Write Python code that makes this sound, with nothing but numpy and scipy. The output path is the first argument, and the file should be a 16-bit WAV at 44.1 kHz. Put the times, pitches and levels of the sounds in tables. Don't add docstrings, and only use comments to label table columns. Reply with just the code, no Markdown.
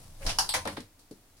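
import sys
import numpy as np
from scipy import signal
from scipy.fft import rfft, irfft
from scipy.io import wavfile
from scipy.ndimage import uniform_filter1d

SR = 44100
rng = np.random.default_rng(int(sys.argv[2]) if len(sys.argv) > 2 else 0)


def persist_wave(psi):
    counts = np.round(np.clip(psi, -1, 1) * 32767).astype(np.int16)
    wavfile.write(sys.argv[1], SR, np.atleast_2d(counts).T)


N = 61739
FFT_SIZE = 65536
COHERENT_HZ = 815


def claw_slide():
    # time_s, level_db
    levels = [(0, -54.5), (.12, -59), (.19, -58), (.235, -49), (.27, -39), (.365, -50.5), (.46, -49),
              (.68, -60), (.73, -50.5), (.8, -64), (.88, -70)]
    # frequency_hz, gain_db
    spectrum = [(200, -1.5), (700, 8), (1500, -3), (3000, -2.5), (5000, 0.5), (7500, -2), (10000, 2),
                (12000, -6), (15500, -10.5)]
    grains = np.repeat(rng.standard_normal(N // 40 + 1), 40)[:N]
    grit = unit(np.exp(0.22 * grains))
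    return unit(colour(diffuse() * grit, shape(spectrum))) * curve(levels)


def claw_slips():
    # start_s, level_db, rise_s, t60_s, rasp_hz
    slips = [(0.2636, -33.5, 0.0017, 0.19, 5030), (0.291, -34.5, 0.0023, 0.14, 2800),
             (0.3, -39.5, 0.0022, 0.18, 5000)]
    # frequency_hz, gain_db
    spectrum = [(450, -11), (700, -1), (1300, -4.5), (2000, -6.5), (5500, -2), (7500, -11), (10000, -8.5),
                (12000, -26), (15500, -48)]
    rasp_db, out = 5.5, 0
    for start, db, rise, t60, hz in slips:
        tone = shape(spectrum) + rasp_db * hump(freqs(), hz, octaves=0.23)
        out += burst(start, db, tone, rise, t60, crack=0)
    return out


def claw_clacks():
    # start_s, level_db
    clacks = [(0.6535, -47), (0.6733, -42.5), (0.767, -51), (0.7694, -47.5)]
    # frequency_hz, gain_db
    spectrum = [(400, -5), (1000, -7.5), (1800, -2), (3100, -4), (4300, -3), (7000, -19.5), (10000, -11),
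                (15500, -40)]
    contact = sum(burst(s, db, shape(spectrum), rise=0.00035, t60=0.21) for s, db in clacks)
    high_pass = lambda hz: 1 / (1 + (1500 / hz) ** 2)
    return contact + sum(undb(db - 2) * floor_boards(s, high_pass) for s, db in clacks)


def claw_ticks():
    # start_s, level_db, rise_s
    ticks = [(0.6522, -51.5, 0.00044), (0.6743, -45.5, 0.001), (0.804, -54.5, 0.00039),
             (0.991, -62.5, .006), (1.11, -59.5, 0.0025), (1.366, -65.5, 0.014)]
    # frequency_hz, gain_db
    spectrum = [(1000, -2.5), (3000, -8), (4500, 4.5), (7000, -2.5), (10000, 1), (12000, -7.5),
                (15500, -22)]
    return sum(burst(s, db, shape(spectrum), rise, t60=0.036) for s, db, rise in ticks)


def handle_creaks():
    # start_s, length_s, pitch_hz, level_db
    creaks = [(0.207, 0.046, 550, -48.5), (0.265, 0.048, 675, -44.5)]
    jitter, overtone_db, rasp_db, rasp_hz = 0.037, -16, -2.5, 1960
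    rasp_band = -10 * np.log10(1 + (2 * np.log2(freqs() / rasp_hz)) ** 6)
    out = 0
    for start, length, hz, db in creaks:
        phase = 2 * np.pi * np.cumsum(hz * (1 + jitter * wander(samples=150))) / SR
        tone = np.sin(phase) + undb(overtone_db) * sum(np.sin(k * phase) for k in range(2, 5))
        rasp = colour(diffuse() * (1 + np.sin(phase)), rasp_band)
        swell = abs(np.sin(np.pi * np.minimum(since(start) / length, 1)))
        out += undb(db) * (unit(tone) * np.sqrt(swell) + undb(rasp_db) * unit(rasp) * swell)
    return out


def handle_return():
    # start_s, level_db
    hits = [(0.386, -25.5), (0.3914, -30.5)]
    # frequency_hz, gain_db
    spectrum = [(570, -19.5), (740, -2), (860, 3), (1150, -5), (1650, -6), (2000, -17), (2400, -19),
                (2900, -8), (3700, -15), (4900, 1.5), (6200, -6), (7500, -13.5), (9000, -12), (10400, -8),
                (12000, -18.5), (15500, -30)]
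    # frequency_hz, gain_db, t60_s
    modes = [(793, -6, 0.2), (929, -3, 0.12), (2958, 2, 0.063), (4880, 3, 0.1), (5010, 3, .18),
             (5225, -16, 0.1), (5550, -1, 0.19), (10000, -7, 0.12)]
    clack = sum(burst(s, db, shape(spectrum), rise=0.00035, t60=0.2, crack=2.3) for s, db in hits)
    return clack + undb(-31.5) * ring(hits[0][0], modes, drive=lambda hz: 1)


def latch():
    # frequency_hz, gain_db
    spectrum = [(200, -49), (600, -16), (850, -3.5), (1300, -15), (2500, -14.5), (3300, -2.5), (4700, 2.5),
                (5400, -7.5), (6100, -21), (6900, -24), (8100, 2.5), (9200, -5), (10500, -8.5),
                (11500, -17), (12500, -11.5), (15000, -33)]
    return burst(start=0.49, db=-31, tone=shape(spectrum), rise=0.0006, t60=0.22)


def frame_knock():
    # frequency_hz, gain_db
    spectrum = [(400, -22), (510, -2.5), (850, -3), (1300, -3.5), (2350, 1), (2800, -10.5), (3100, -4),
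                (6300, -4.5), (7500, -12), (10000, -4), (12000, -16.5), (15500, -24.5)]
    return burst(start=0.538, db=-28, tone=shape(spectrum), rise=0.003, t60=0.18)


def door_leaf():
    # frequency_hz, gain_db, t60_s
    modes = [(89.8, -10, 0.9), (193.3, -14, .5), (309.3, -12.5, 0.36), (504.7, -2, 0.2),
             (628.7, -3.5, 0.17), (795, 2, 0.17), (937, -0.5, 0.29), (1028, 2, 0.32), (1506, 1, 0.2),
             (1985, 2, 0.15), (2162, -5, 0.083), (2330, -0.5, 0.17)]
    # start_s, level_db, cutoff_hz
    jolts = [(0.245, -30, 260), (0.295, -52, 2500), (0.541, -34.5, 5000)]
    return sum(undb(db) * ring(s, modes, lambda hz: 1 / (1 + (hz / cutoff) ** 2))
               for s, db, cutoff in jolts)


def paws():
    # start_s, level_db, centre_hz, t60_s
    footfalls = [(0.654, -38.5, 693, 0.16), (0.6649, -42, 284, 0.067), (0.675, -42, 1220, 0.17),
                 (0.7701, -47, 890, 0.068), (0.779, -43.5, 256, 0.099), (1.1109, -50, 246, 0.099)]
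    skirt_db, out = -33, 0
    for start, db, centre, t60 in footfalls:
        force = lambda hz: hump(hz, centre, octaves=0.71) + undb(skirt_db) / (1 + (hz / centre / 4) ** 2)
        out += burst(start, db, 20 * np.log10(force(freqs())), rise=0.00049, t60=t60)
        out += undb(db - 3) * floor_boards(start, force)
    return out


def floor_boards(start, drive):
    # frequency_hz, gain_db, t60_s
    modes = [(95, 12.5, 0.26), (198.6, 2.5, 0.79), (248, 1, 0.12), (298.3, 11.5, 0.18), (389.6, 6, 0.12),
             (433.6, 12, 0.13), (565, 4.5, 0.21), (845.7, 8, .17), (1839, 6, 0.13), (2390, 2.5, .15),
             (3710, -2, 0.2)]
    loaded_s = 0.765
    return ring(start, modes, drive) * fade(since(max(start, loaded_s)), t60=0.26)


def door_sway():
    # time_s, level_db
    levels = [(0, -58), (.19, -46), (.235, -43), (.27, -27), (.33, -43.5), (.45, -49), (.65, -53.5),
              (.9, -65.5)]
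    sway_hz = 23.88 * (1 + 0.276 * wander(samples=1200))
    return unit(np.sin(2 * np.pi * np.cumsum(sway_hz) / SR)) * curve(levels)


def rumble():
    # time_s, level_db
    levels = [(0, -51), (.19, -57.5), (.27, -38), (.35, -50.5), (.5, -56), (.8, -52.5), (.92, -71),
              (1.4, -68)]
    # frequency_hz, gain_db
    spectrum = [(20, -11), (40, -5), (52, -16.5), (90, 3.5), (140, -7.5), (300, -19), (1000, -51.5)]
    return unit(colour(diffuse(), shape(spectrum))) * curve(levels)


def hiss():
    # frequency_hz, gain_db
    spectrum = [(35, -36), (60, -0.5), (142, -8.5), (308, -2.5), (354, -9), (3040, -18), (4970, -18),
                (10500, -19), (16000, -20.5)]
    return undb(-63) * unit(colour(diffuse(), shape(spectrum)))


def burst(start, db, tone, rise, t60, crack=1):
    t = since(start)
    attack = 1 - np.exp(-t / rise)
    early_reflections = 0.88 * fade(t, t60=0.017)
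    room_tail = undb(-9) * fade(t, t60=0.24)
    x = diffuse() * attack * np.hypot(fade(t, t60) + early_reflections, room_tail)
    x[:, int((start + rise) * SR)] += crack * undb(-23) * np.sqrt(np.sum(x ** 2) / 2)
    ripple = uniform_filter1d(np.mean(abs(rfft(x, FFT_SIZE)) ** 2, axis=0), size=200)
    return undb(db) * unit(colour(x, tone - 10 * np.log10(ripple))) * np.sqrt(0.05 * SR / N)


def ring(start, modes, drive):
    t, out = since(start), 0
    build_cycles = 1.33
    for hz, db, t60 in modes:
        detune, skew = rng.standard_normal(2)
        lag = np.array([[1], [-1]]) * skew * min(hz / COHERENT_HZ, 2) / 2
        flutter = 1 + 0.34 * wander(samples=500)
        envelope = (1 - np.exp(-t * hz / build_cycles)) * flutter * fade(t, t60)
        phase = 2 * np.pi * hz * (1 + 0.0011 * detune) * t + lag
        out += undb(db) * drive(hz) * envelope * np.sin(phase)
    return out


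def diffuse():
    mid, side = np.exp(2j * np.pi * rng.random((2, FFT_SIZE // 2 + 1)))
    coherence = 1 / (1 + (freqs() / COHERENT_HZ) ** 2)
    spectra = mid * np.sqrt(1 + coherence) + np.array([[1], [-1]]) * side * np.sqrt(1 - coherence)
    return unit(irfft(spectra)[:, :N])


def microphone_ports(sound):
    # frequency_hz, left_minus_right_db
    balance = [(200, 1), (1200, 1), (2300, 2), (3500, -0.5), (4900, -6.5), (6300, 2), (7600, 9.5),
               (10000, 17), (13000, 10), (15500, -0.5)]
    shares = [2 / (1 + undb(-2 * side * shape(balance))) for side in (1, -1)]
    return np.array([colour(x, 10 * np.log10(share)) for x, share in zip(sound, shares)])


def colour(x, db):
    cepstrum = irfft(np.log(undb(db)))
    cepstrum[1:FFT_SIZE // 2] *= 2
    cepstrum[FFT_SIZE // 2 + 1:] = 0
    response = irfft(np.exp(rfft(cepstrum)))[:FFT_SIZE // 2]
    return irfft(rfft(x, 2 * FFT_SIZE) * rfft(response, 2 * FFT_SIZE))[..., :N]


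def freqs():
    return np.maximum(np.arange(FFT_SIZE // 2 + 1) * SR / FFT_SIZE, 1)


def shape(points):
    hz, db = np.array(points).T
    return np.interp(np.log(freqs()), np.log(hz), db)


def hump(hz, centre, octaves):
    return np.exp(-0.5 * (np.log2(hz / centre) / octaves) ** 2)


def curve(points):
    return undb(np.interp(since(0), *np.array(points).T))


def wander(samples):
    return unit(uniform_filter1d(rng.standard_normal(N), size=samples))


def since(start):
    return np.maximum(np.arange(N) / SR - start, 0)


def fade(t, t60):
    return np.exp(-np.log(1000) * t / t60)


def undb(db):
    return 10 ** (np.asarray(db) / 20)


def unit(x):
    return x / np.sqrt(np.mean(x ** 2) + 1e-20)


def scene():
    claws = claw_slide() + claw_slips() + claw_clacks() + claw_ticks()
    door = handle_creaks() + handle_return() + latch() + frame_knock() + door_leaf()
    return microphone_ports(claws + door + paws()) + rumble() + door_sway() + hiss()


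def record(dry):
    cutoff_hz = 15900
    return signal.sosfilt(signal.ellip(10, 0.2, 80, cutoff_hz, fs=SR, output="sos"), dry)


dry = scene()
out = record(dry)
persist_wave(out)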